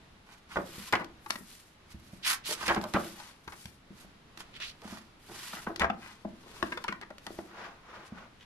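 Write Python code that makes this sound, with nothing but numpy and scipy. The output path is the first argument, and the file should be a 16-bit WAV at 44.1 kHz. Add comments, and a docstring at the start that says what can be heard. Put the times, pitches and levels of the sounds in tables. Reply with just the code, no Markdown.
"""A quiet, hissing room; then fingers slide over stiff pages of a picture book on a desk, close by.
Sheets hiss over their neighbours (filtered noise), pop and buckle (runs of ringing snaps) and skid (gliding noise);
edges tick (tiny bright snaps), fingertips thump the book (short decaying tones), palms smooth the turned pages.
At the end the book is dragged over the desk (duller noise). The desk rings along, and a small room answers."""
import sys
import numpy as np
from scipy import signal
from scipy.fft import rfft, irfft, next_fast_len
from scipy.io import wavfile
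from scipy.ndimage import uniform_filter1d

SR = 44100
rng = np.random.default_rng(int(sys.argv[2]) if len(sys.argv) > 2 else 0)


def to_wav(sig):
    """Store sig (one row per channel, or 1-D mono) as 16-bit WAV at the path in sys.argv[1].

    Samples outside -1..1 are clipped; the rate is SR.
    """
    pcm = np.clip(np.atleast_2d(sig), -1, 1) * 32767
    pcm = np.round(pcm).astype(np.int16)
    wavfile.write(sys.argv[1], SR, pcm.T)  # frames by channels


N = 372644  # samples

SNAP_HZ = 1000  # a snap or crease of this pitch has its spectrum unshifted


def undb(db):
    """Decibels to gain."""
    return 10 ** (np.asarray(db) / 20)


def unit(x):
    """Scale to rms 1."""
    return x / np.sqrt(np.mean(x ** 2))


def clock(seconds):
    """Sample times of a stretch of sound."""
    return np.arange(max(int(seconds * SR), 8)) / SR


def add(out, s, x):
    """Mix a stereo sound in at time s."""
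    i = int(np.clip(s * SR, 0, N - 1))
    out[:, i:i + x.shape[1]] += x[:, :N - i]


def colour(x, points, shift=1, tilt_db=0, size=2048):
    """Causal filter with the given spectrum, shifted in pitch and tilted per octave about 1024 Hz."""
    hz, db = np.transpose(points)
    octave = np.log2(np.maximum(np.arange(size // 2 + 1) * SR / size, 20))
    level_db = np.interp(octave, np.log2(hz * shift), db) + tilt_db * (octave - 10)
    # folding the cepstrum forward makes the filter minimum-phase
    cepstrum = irfft(np.log(undb(level_db)))
    cepstrum[1:size // 2] *= 2
    cepstrum[size // 2 + 1:] = 0
    impulse = irfft(np.exp(rfft(cepstrum)))
    return signal.fftconvolve(x, impulse[None], axes=1)


def walk(count, rate):
    """Smooth chance with a spread near 1, taking a new value rate times a second."""
    k = max(int(SR / rate), 1)
    steps = np.repeat(rng.standard_normal(count // k + 1), k)
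    return uniform_filter1d(steps, k)[:count] * np.sqrt(2)


def diffuse(count, apart_hz=700):
    """Noise from all sides: the two ports agree in the bass and part in the treble."""
    mid, side = rng.standard_normal((2, count))
    side = signal.sosfilt(signal.butter(1, apart_hz, "high", fs=SR, output="sos"), side)
    return np.array([mid + side, mid - side])


# noise spectrum of the idle room and microphone: [f/Hz, relative level/dB]
AIR = [(25, 5.5), (202, 3), (543, -6.5), (1150, -7.5), (3830, -15), (9270, -30.5), (11200, -26),
       (13100, -41), (15000, -53)]
AIR_DB = -58


def air(waver_db=1.26):
    """The quiet room and the microphone's hiss: coloured noise with a slowly wavering level."""
    return unit(colour(diffuse(N), AIR)[:, :N]) * undb(AIR_DB + waver_db * walk(N, rate=4.6))


# fingers slide a sheet over its neighbour: [t of the peak/s, level/dB, length/s, tilt/(dB per octave)]
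SWIPES = [(0.326, -59, 0.12, -0.5), (0.543, -46, 0.074, -2), (1.336, -53.5, 0.15, 10),
          (1.917, -56.5, 0.052, 1), (2.123, -62, 0.3, 2.5), (2.66, -39, 0.14, -1), (3.221, -52, 0.2, -0.1),
          (4.009, -58, 0.1, 2), (4.4, -48.5, 0.04, -0.5), (4.92, -51, 0.19, -1), (5.4, -46.5, 0.16, 0.5),
          (6.068, -60.5, 0.1, -2), (6.626, -53, 0.38, -0.5), (7.347, -56, 0.22, 1),
          (8.069, -59.5, .045, 0.3), (8.422, -71, .045, -1)]
# a sheet passes over the spine, then a palm flattens it:
# [t when upright/s, swish level/dB, wait for the palm/s, palm tilt/(dB per octave)]
TURNS = [(.80, -47.5, .74, 3.5), (3.03, -47.5, .56, 4), (5.49, -46, .59, -2)]
SWISH_RISE_S, SWISH_FALL_S, SWISH_TILT_DB = .15, 0.13, 1.5
FLATTEN_S, FLATTEN_DB = 0.21, -53.5


def page_strokes():
    """Fingers slide the sheets; each turn swishes over the spine and is flattened by a palm."""
    strokes = [slide(*row) for row in SWIPES]
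    for s, db, wait, tilt_db in TURNS:
        strokes.append((s, db, SWISH_RISE_S, SWISH_FALL_S, SWISH_TILT_DB))
        strokes.append(slide(s + wait, FLATTEN_DB, FLATTEN_S, tilt_db))
    return strokes


# noise spectrum of paper rubbing on paper: [f/Hz, relative level/dB]
RUB = [(200, -13.5), (500, -15), (1000, 3), (4500, -0.5), (7000, -5.5), (11000, -7.5), (12500, -7),
       (15000, -44)]


def rubbing_pages():
    """Sheets, fingers and palms rub on paper, a bright judder of fibre slips."""
    return friction(page_strokes(), RUB, grain_db=2.5, judder_db=2.0, width=0.38)


RISE_SHARE = .47  # of a stroke's length


def slide(s, db, length, tilt_db):
    """A hand stroke that speeds up and slows down within its length."""
    return s, db, length * RISE_SHARE, length * (1 - RISE_SHARE), tilt_db


def stroke(s, rise, fall, flatness=1.5):
    """Times around the peak of a hand stroke, and the hand's speed at each."""
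    lead = min(s, rise * 2)
    t = clock(lead + fall * 2) - lead
    return t, np.exp(-np.abs(t / np.where(t < 0, rise, fall)) ** flatness)


def rasp(count, patches, grain_db):
    """Tiny slips on each patch of a sheet, with forces that vary together."""
    return rng.standard_normal((patches, count)) * undb(grain_db * walk(count, rate=2500))


def friction(strokes, spectrum, grain_db, judder_db, width, count=3):
    """Fibres catch and slip by the thousand; the stroke swells, judders and dies with the hand's speed."""
    out = np.zeros((2, N))
    for s, db, rise, fall, tilt_db in strokes:
        t, speed = stroke(s, rise, fall)
        slips = rasp(len(t), count, grain_db)
        hiss = unit(ports(colour(slips, spectrum, tilt_db=tilt_db), s, width)[:, :len(t)])
        add(out, s + t[0], hiss * speed * undb(db + judder_db * walk(len(t), rate=67.4)))
    return out


# places run from -1 right to 1 left
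LIFT_PLACE, LAND_PLACE, DRAG_PLACE = -0.61, 0.76, 0.26
CROSS_S, STAY_S, RETURN_S = 0.43, 0.33, 0.45


def place_at(s):
    """The sound crosses with each sheet, stays, follows the hand back; at last the whole book is in the middle."""
    path = []
    for upright, *_ in TURNS:
        landed = upright + CROSS_S / 2
        leaves = landed + STAY_S
        path += [(landed - CROSS_S, LIFT_PLACE), (landed, LAND_PLACE)]
        path += [(leaves, LAND_PLACE), (leaves + RETURN_S, LIFT_PLACE)]
    pushed = DRAGS[0][0]
    path[-2:] = [(pushed - RETURN_S, LAND_PLACE), (pushed, DRAG_PLACE)]  # the last sheet stays in the hand
    return np.interp(s, *np.transpose(path))


PORT_LAG_S, PORT_DB = 0.00018, 4.5  # between the two ports, for a sound at place 1


def ports(x, s, width):
    """Patches of a sheet lie side by side; each reaches the nearer port earlier and louder."""
    place = place_at(s) + width * np.linspace(-1, 1, len(x))
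    size = next_fast_len(x.shape[1] + 64)
    spectrum, hz = rfft(x, size), np.arange(size // 2 + 1) * SR / size
    lead = place[:, None] / 2 * (np.log(undb(PORT_DB)) + 2j * np.pi * hz * PORT_LAG_S)
    return np.array([irfft((spectrum * np.exp(side * lead)).sum(0), size) for side in (1, -1)])


# a whole sheet pops over or lands: [t/s, level/dB, f/Hz, rebound re level/dB, rebound length/s,
# edge tick level/dB, thump level/dB]
FLOPS = [(0.559, -29, 940, -7.5, 0.035, -52, -60), (.929, -22.5, 1220, -11, 0.015, -28, -66),
         (2.684, -26.5, 1510, 2, .022, -25.5, -43), (2.764, -30.5, 890, -25, 0.026, -40, -36),
         (2.941, -29.5, 1210, 4, .015, -31, -24), (5.667, -35, 930, -8, .036, -59, -34),
         (5.806, -25.5, 1440, -1.5, .035, -37, -37)]
# spectrum of a snapping sheet at SNAP_HZ: [f/Hz, relative level/dB]
SNAP = [(40, -17.5), (220, -9.5), (450, -5), (750, 2), (1100, 1), (1650, -1.5), (2500, -14), (4000, -25),
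        (16000, -53)]
FLOP_S, FLOP_THUMP_HZ, EDGE_LEAD_S = .018, 235, .004
REBOUND_AFTER_S, REBOUND_PITCH = .018, 0.7  # pitch as a ratio to the first pop


def flops():
    """The edge ticks, the sheet pops through and thumps the stack, then rebounds at a lower pitch."""
    pops, edges, blows = [], [], []
    for s, db, hz, rebound_db, rebound_s, edge_db, thump_db in FLOPS:
        pops.append((s, db, FLOP_S, hz))
        pops.append((s + REBOUND_AFTER_S, db + rebound_db, rebound_s, hz * REBOUND_PITCH))
        edges.append((s - EDGE_LEAD_S, edge_db))
        blows.append((s + EDGE_LEAD_S, thump_db, FLOP_THUMP_HZ))
    return flexes(pops, SNAP) + ticks(edges) + thumps(blows)


def flexes(rows, spectrum, small=False):
    """A bent sheet pops through in snaps, coloured at its pitch; slow bends snap more sparsely."""
    out = np.zeros((2, N))
    for s, db, length, hz in rows:
        rate = 60 / np.sqrt(length)  # snaps per second
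        snaps = crackle(length, rate, scatter_db=4.0, first=0.75, ring_s=.0035, ring=0.89, alike=small)
        pop = ports(colour(snaps, spectrum, hz / SNAP_HZ), s, width=0.27)
        add(out, s, burst(pop, db, length))
    return out


def crackle(length, rate, scatter_db, first, ring_s, ring, alike=False, count=3, fade_db=-6):
    """One snap sets off a dying run of others on a few patches, each ringing briefly in dense modes."""
    t = clock(length + 6 * ring_s)
    snaps = np.zeros((count, len(t)))
    n = int(length * rate) + 2
    due = (np.arange(n) + rng.random(n)) / n  # share of the length
    when = (due * length * SR).astype(int)
    size = undb(scatter_db * rng.standard_normal(n) + fade_db * due) * rng.choice([-1, 1], n)
    when[0], size[0] = 10, first
    snaps[rng.integers(count, size=n), np.minimum(when, len(t) - 1)] = size
    # noise tails stand for the modes: one per patch, or one for all if alike
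    tail = rng.standard_normal((1 if alike else count, len(t))) * np.exp(-t / ring_s)
    tail *= ring / np.linalg.norm(tail, axis=1, keepdims=True)
    tail[:, 0] = 1
    return signal.fftconvolve(snaps, tail, axes=1)[:, :len(t)]


def burst(x, db, length):
    """Give a burst the energy of level db held for its length."""
    return x * undb(db) * np.sqrt(2 * length * SR / np.sum(x ** 2))


# a fingertip or the book's edge lands: [t/s, peak level before panning/dB, f/Hz]
THUMPS = [(.781, -38.5, 195), (1.408, -47, 217), (1.944, -41.5, 99), (2.131, -42, 151), (2.775, -31.5, 137),
          (3.475, -43, 135), (3.653, -46.5, 107), (3.905, -43, 195), (4.046, -46.5, 207),
          (4.853, -41.5, 210), (4.924, -40, 220), (6.254, -33.5, 230.5), (6.629, -28.5, 271),
          (6.892, -37, 210), (7.305, -33.5, 356), (7.388, -31.5, 323), (8.122, -39, 216)]


def thumps(rows, cycles=0.81, pat=0.36):
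    """A soft landing rocks the page stack for a cycle or two, with a small pat of skin on paper."""
    out, t = np.zeros((2, N)), clock(0.071)
    for s, db, hz in rows:
        age = 2 * hz * t / cycles  # the swell peaks at age 1
        skin = unit(colour(rng.standard_normal((1, len(t))), SNAP, 2 * hz / SNAP_HZ)[:, :len(t)])
        thud = age * np.exp(1 - age) * (np.sin(2 * np.pi * hz * t) + pat * skin)
        add(out, s, undb(db) * ports(thud / np.abs(thud).max(), s, width=0))
    return out


# a held sheet buckles: [t/s, level/dB, length/s, f/Hz]
BUCKLES = [(0.953, -25, 0.0041, 1550), (0.997, -40, 0.03, 1060), (1.261, -42.5, 0.01, 1180),
           (1.301, -39, 0.0058, 1550), (1.356, -36.5, 0.0034, 1400), (2.49, -43.5, 0.035, 660),
           (2.61, -36.5, 0.0057, 1250), (2.626, -38, 0.011, 950), (2.834, -39.5, 0.031, 710),
           (3.199, -44.5, 0.0074, 1110), (3.477, -42, 0.014, 1280), (3.522, -47.5, 0.019, 1180),
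           (4.82, -55.5, 0.036, 616), (4.877, -48, 0.0028, 1160), (4.972, -47, 0.0051, 1100),
           (5.289, -53.5, 0.069, 500), (5.531, -38, 0.0091, 920), (5.562, -46.5, 0.041, 1110),
           (5.899, -26, 0.0064, 970), (6.249, -35.5, 0.0056, 510), (6.627, -19, 0.0016, 1450),
           (6.633, -36, 0.00505, 470), (6.721, -33.5, 0.012, 1290), (6.773, -33, 0.0057, 1490),
           (6.841, -35.5, 0.0098, 1200), (6.881, -31.5, 0.014, 1620), (6.924, -31.5, 0.0058, 1270),
           (7.013, -44.5, 0.023, 1360), (7.104, -42, 0.0073, 870), (7.268, -42.5, 0.012, 970),
           (7.386, -40.5, 0.0063, 960)]
# spectrum of a small crease at SNAP_HZ: [f/Hz, relative level/dB]
CREASE = [(60, -25), (220, -7.5), (450, -13), (750, 2), (1400, -2.5), (1950, -9), (3500, -21.5),
          (16000, -64)]
# the edge's flick: level at SNAP_HZ, and rise per octave of the buckle's pitch
FLICK_DB, FLICK_DB_PER_DOUBLING = -51, 15
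# a sliding sheet also crinkles faintly, most under a dull, hard-pressed stroke (dB, and dB per unit of tilt)
CRINKLE_DB, CRINKLE_PER_TILT = -66, -6.5


def buckles():
    """Single buckles flick the edge, hardest when high-pitched; sliding sheets crinkle faintly."""
    crinkles = [bulge(s - length / 2, CRINKLE_DB + CRINKLE_PER_TILT * tilt_db, length)
                for s, _, length, tilt_db in SWIPES]
    flicks = [(s, FLICK_DB + FLICK_DB_PER_DOUBLING * np.log2(hz / SNAP_HZ)) for s, _, _, hz in BUCKLES]
    creases = flexes(BUCKLES, CREASE, small=True)
    return creases + flexes(crinkles, SNAP, small=True) + ticks(flicks)


BULGE_S, BULGE_HZ, BULGE_SLOPE = 0.23, 830, 0.67  # reference length, its pitch, power of the length


def bulge(s, db, length):
    """A longer stroke bends a larger bulge, which crinkles lower."""
    return s, db, length, BULGE_HZ * (BULGE_S / length) ** BULGE_SLOPE


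# a page edge or a nail catches: [t/s, level/dB]
TICKS = [(1.044, -44), (1.3052, -23), (1.359, -41.5), (2.746, -32.5), (2.813, -39.5), (2.839, -37),
         (3.656, -40.5), (4.374, -42), (4.405, -40), (4.6016, -43), (4.818, -50), (5.76, -34.5),
         (5.796, -29.5), (6.84, -36), (7.182, -45.5), (7.266, -36)]
# spectrum of a flicking edge: [f/Hz, relative level/dB]
EDGE = [(200, -6.5), (1000, 9), (4500, 6), (7500, -4), (11000, -7.5), (13000, -7), (16000, -55)]
TICK_S = 0.0034


def ticks(rows):
    """A cut edge catches and flicks free in a few tiny, bright slips."""
    out = np.zeros((2, N))
    for s, db in rows:
        slips = crackle(TICK_S, rate=1500, scatter_db=2.5, first=0.53, ring_s=0.0024, ring=0.043)
        add(out, s, burst(ports(colour(slips, EDGE), s, width=0.36), db, TICK_S))
    return out


# an arching sheet breaks loose and skids over its neighbour: [t of the start/s, length/s, level/dB,
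# air pocket's f at the start/Hz, its glide/(octaves per s), dry hiss re level/dB]
SKIDS = [(2.225, 0.11, -30.5, 3500, -12.5, -1), (2.435, 0.098, -36, 3500, 0, 2),
         (4.53, 0.037, -45.5, 2700, 1.5, -19), (4.591, 0.11, -37.5, 2720, 4.5, -21.5)]
SKID_ATTACK_S, SKID_RELEASE_S, HISS_DELAY_S = 0.034, 0.014, 0.013
POCKET_FADE_S = 0.098  # the hollow note dies as the arch opens


def skids(width=1.0, judder_db=1.24, grain_db=3, count=3):
    """The sliding edge rasps, coloured by the pocket of air under the arch, which glides in pitch and fades."""
    out = np.zeros((2, N))
    for s, length, db, hz, glide, hiss_db in SKIDS:
        t = clock(length + 6 * SKID_RELEASE_S)
        rubbed = colour(rasp(len(t), count, grain_db), RUB)[:, :len(t)]
        f, at, frames = signal.stft(rubbed, SR)
        ratio = np.maximum(f, 1)[:, None] / (hz * 2 ** (glide * at))
        pocket = 1 / (1 + (np.abs(ratio - 1 / ratio) / width) ** 2)  # gliding resonance
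        hollow = unit(ports(signal.istft(frames * pocket, SR)[1], s, width=0.39)[:, :len(t)])
        dry = unit(ports(colour(rasp(len(t), count, grain_db), RUB, tilt_db=2.5), s, width=0.43)[:, :len(t)])
        note = hollow * np.exp(-t / POCKET_FADE_S) * skid_speed(t, length)
        hiss = undb(hiss_db) * dry * skid_speed(t - HISS_DELAY_S, length - HISS_DELAY_S)
        add(out, s, (note + hiss) * undb(db + judder_db * walk(len(t), rate=126)))
    return out


def skid_speed(t, length):
    """A skid gets quickly up to speed, holds it and stops short."""
    return np.clip(t / SKID_ATTACK_S, 0, 1) * np.exp(-np.maximum(t - length, 0) / SKID_RELEASE_S)


# the book and the hands drag over the desk: [t of the peak/s, level/dB, length/s]
DRAGS = [(7.619, -46, 0.2), (7.96, -48, 0.19), (8.194, -51, .13)]
# noise spectrum of the drag: [f/Hz, relative level/dB]
DRAG = [(80, -22), (298, -13.5), (520, -6.5), (1210, -2.5), (6110, -27.5), (15000, -49)]
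DRAG_TILT_DB = 1  # per octave


def dragging_book():
    """Book and hands drag over the desk, a broad and duller friction."""
    strokes = [slide(*row, DRAG_TILT_DB) for row in DRAGS]
    return friction(strokes, DRAG, grain_db=1.5, judder_db=1.15, width=0.71)


# the book lying on the desk: [f/Hz, gain at resonance/dB, t60/s]
DESK_MODES = [(71.7, 11, 0.19), (203, 8.5, 0.062), (332.3, 10.5, 0.23)]


def desk(x):
    """Whatever shakes the book also rings the desk beneath it, in a few decaying modes."""
    t = clock(.5)
    ring = 0
    for hz, db, t60 in DESK_MODES:
        decay = np.log(1000) / t60
        ring = ring + undb(db) * 2 * decay / SR * np.exp(-decay * t) * np.cos(2 * np.pi * hz * t)
    return x + signal.fftconvolve(x.mean(0), ring)[:N]


# the room's decay: [f/Hz, t60/s]
ROOM_T60 = [(300, 0.46), (750, 0.3), (12000, 0.1)]
ROOM_DB, EARLY_DB = -11, -5


def reflections(early_s=0.0022, count=8):
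    """Desk and near walls answer at once; a short diffuse tail follows, alike at both ports in the bass."""
    t = clock(.5)
    hz, t60 = np.transpose(ROOM_T60)
    edges = np.geomspace(60, 16000, count + 1)  # Hz
    tail = 0
    for lo, hi in zip(edges, edges[1:]):
        band = signal.sosfilt(signal.butter(2, [lo, hi], "band", fs=SR, output="sos"), diffuse(len(t)))
        band_t60 = np.interp(np.log(lo * hi) / 2, np.log(hz), t60)
        tail = tail + band * undb(-60 * t / band_t60)
    tail = tail * np.clip(t / 0.011, 0, 1) ** 2
    early = diffuse(len(t)) * np.exp(-t / early_s) * (t > .002)
    return (undb(ROOM_DB) * unit(tail) + undb(EARLY_DB) * unit(early)) / np.sqrt(len(t))


def room(x, count=6, size=1024):
    """Short overlapping slices take turns through several random reflection patterns, keeping the tail even."""
    patterns = [reflections() for _ in range(count)]
    middle = x.mean(0)
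    out, sent = x.copy(), middle + (x - middle) / 2  # half the stereo width
    fade = np.sin(np.pi * np.arange(size) / size)
    for k, i in enumerate(range(0, N - size, size // 2)):
        add(out, i / SR, signal.fftconvolve(sent[:, i:i + size] * fade, patterns[k % count], axes=1))
    return out


def scene():
    """Paper, hands and desk in the room."""
    paper = rubbing_pages() + flops() + buckles() + skids()
    touches = thumps(THUMPS) + ticks(TICKS)
    return room(desk(paper + touches + dragging_book())) + air()


TOP_HZ = 15650


def record(dry):
    """A steep low-pass removes everything above TOP_HZ."""
    return signal.sosfilt(signal.ellip(8, .2, 70, TOP_HZ, fs=SR, output="sos"), dry)


dry = scene()
out = record(dry)
to_wav(out)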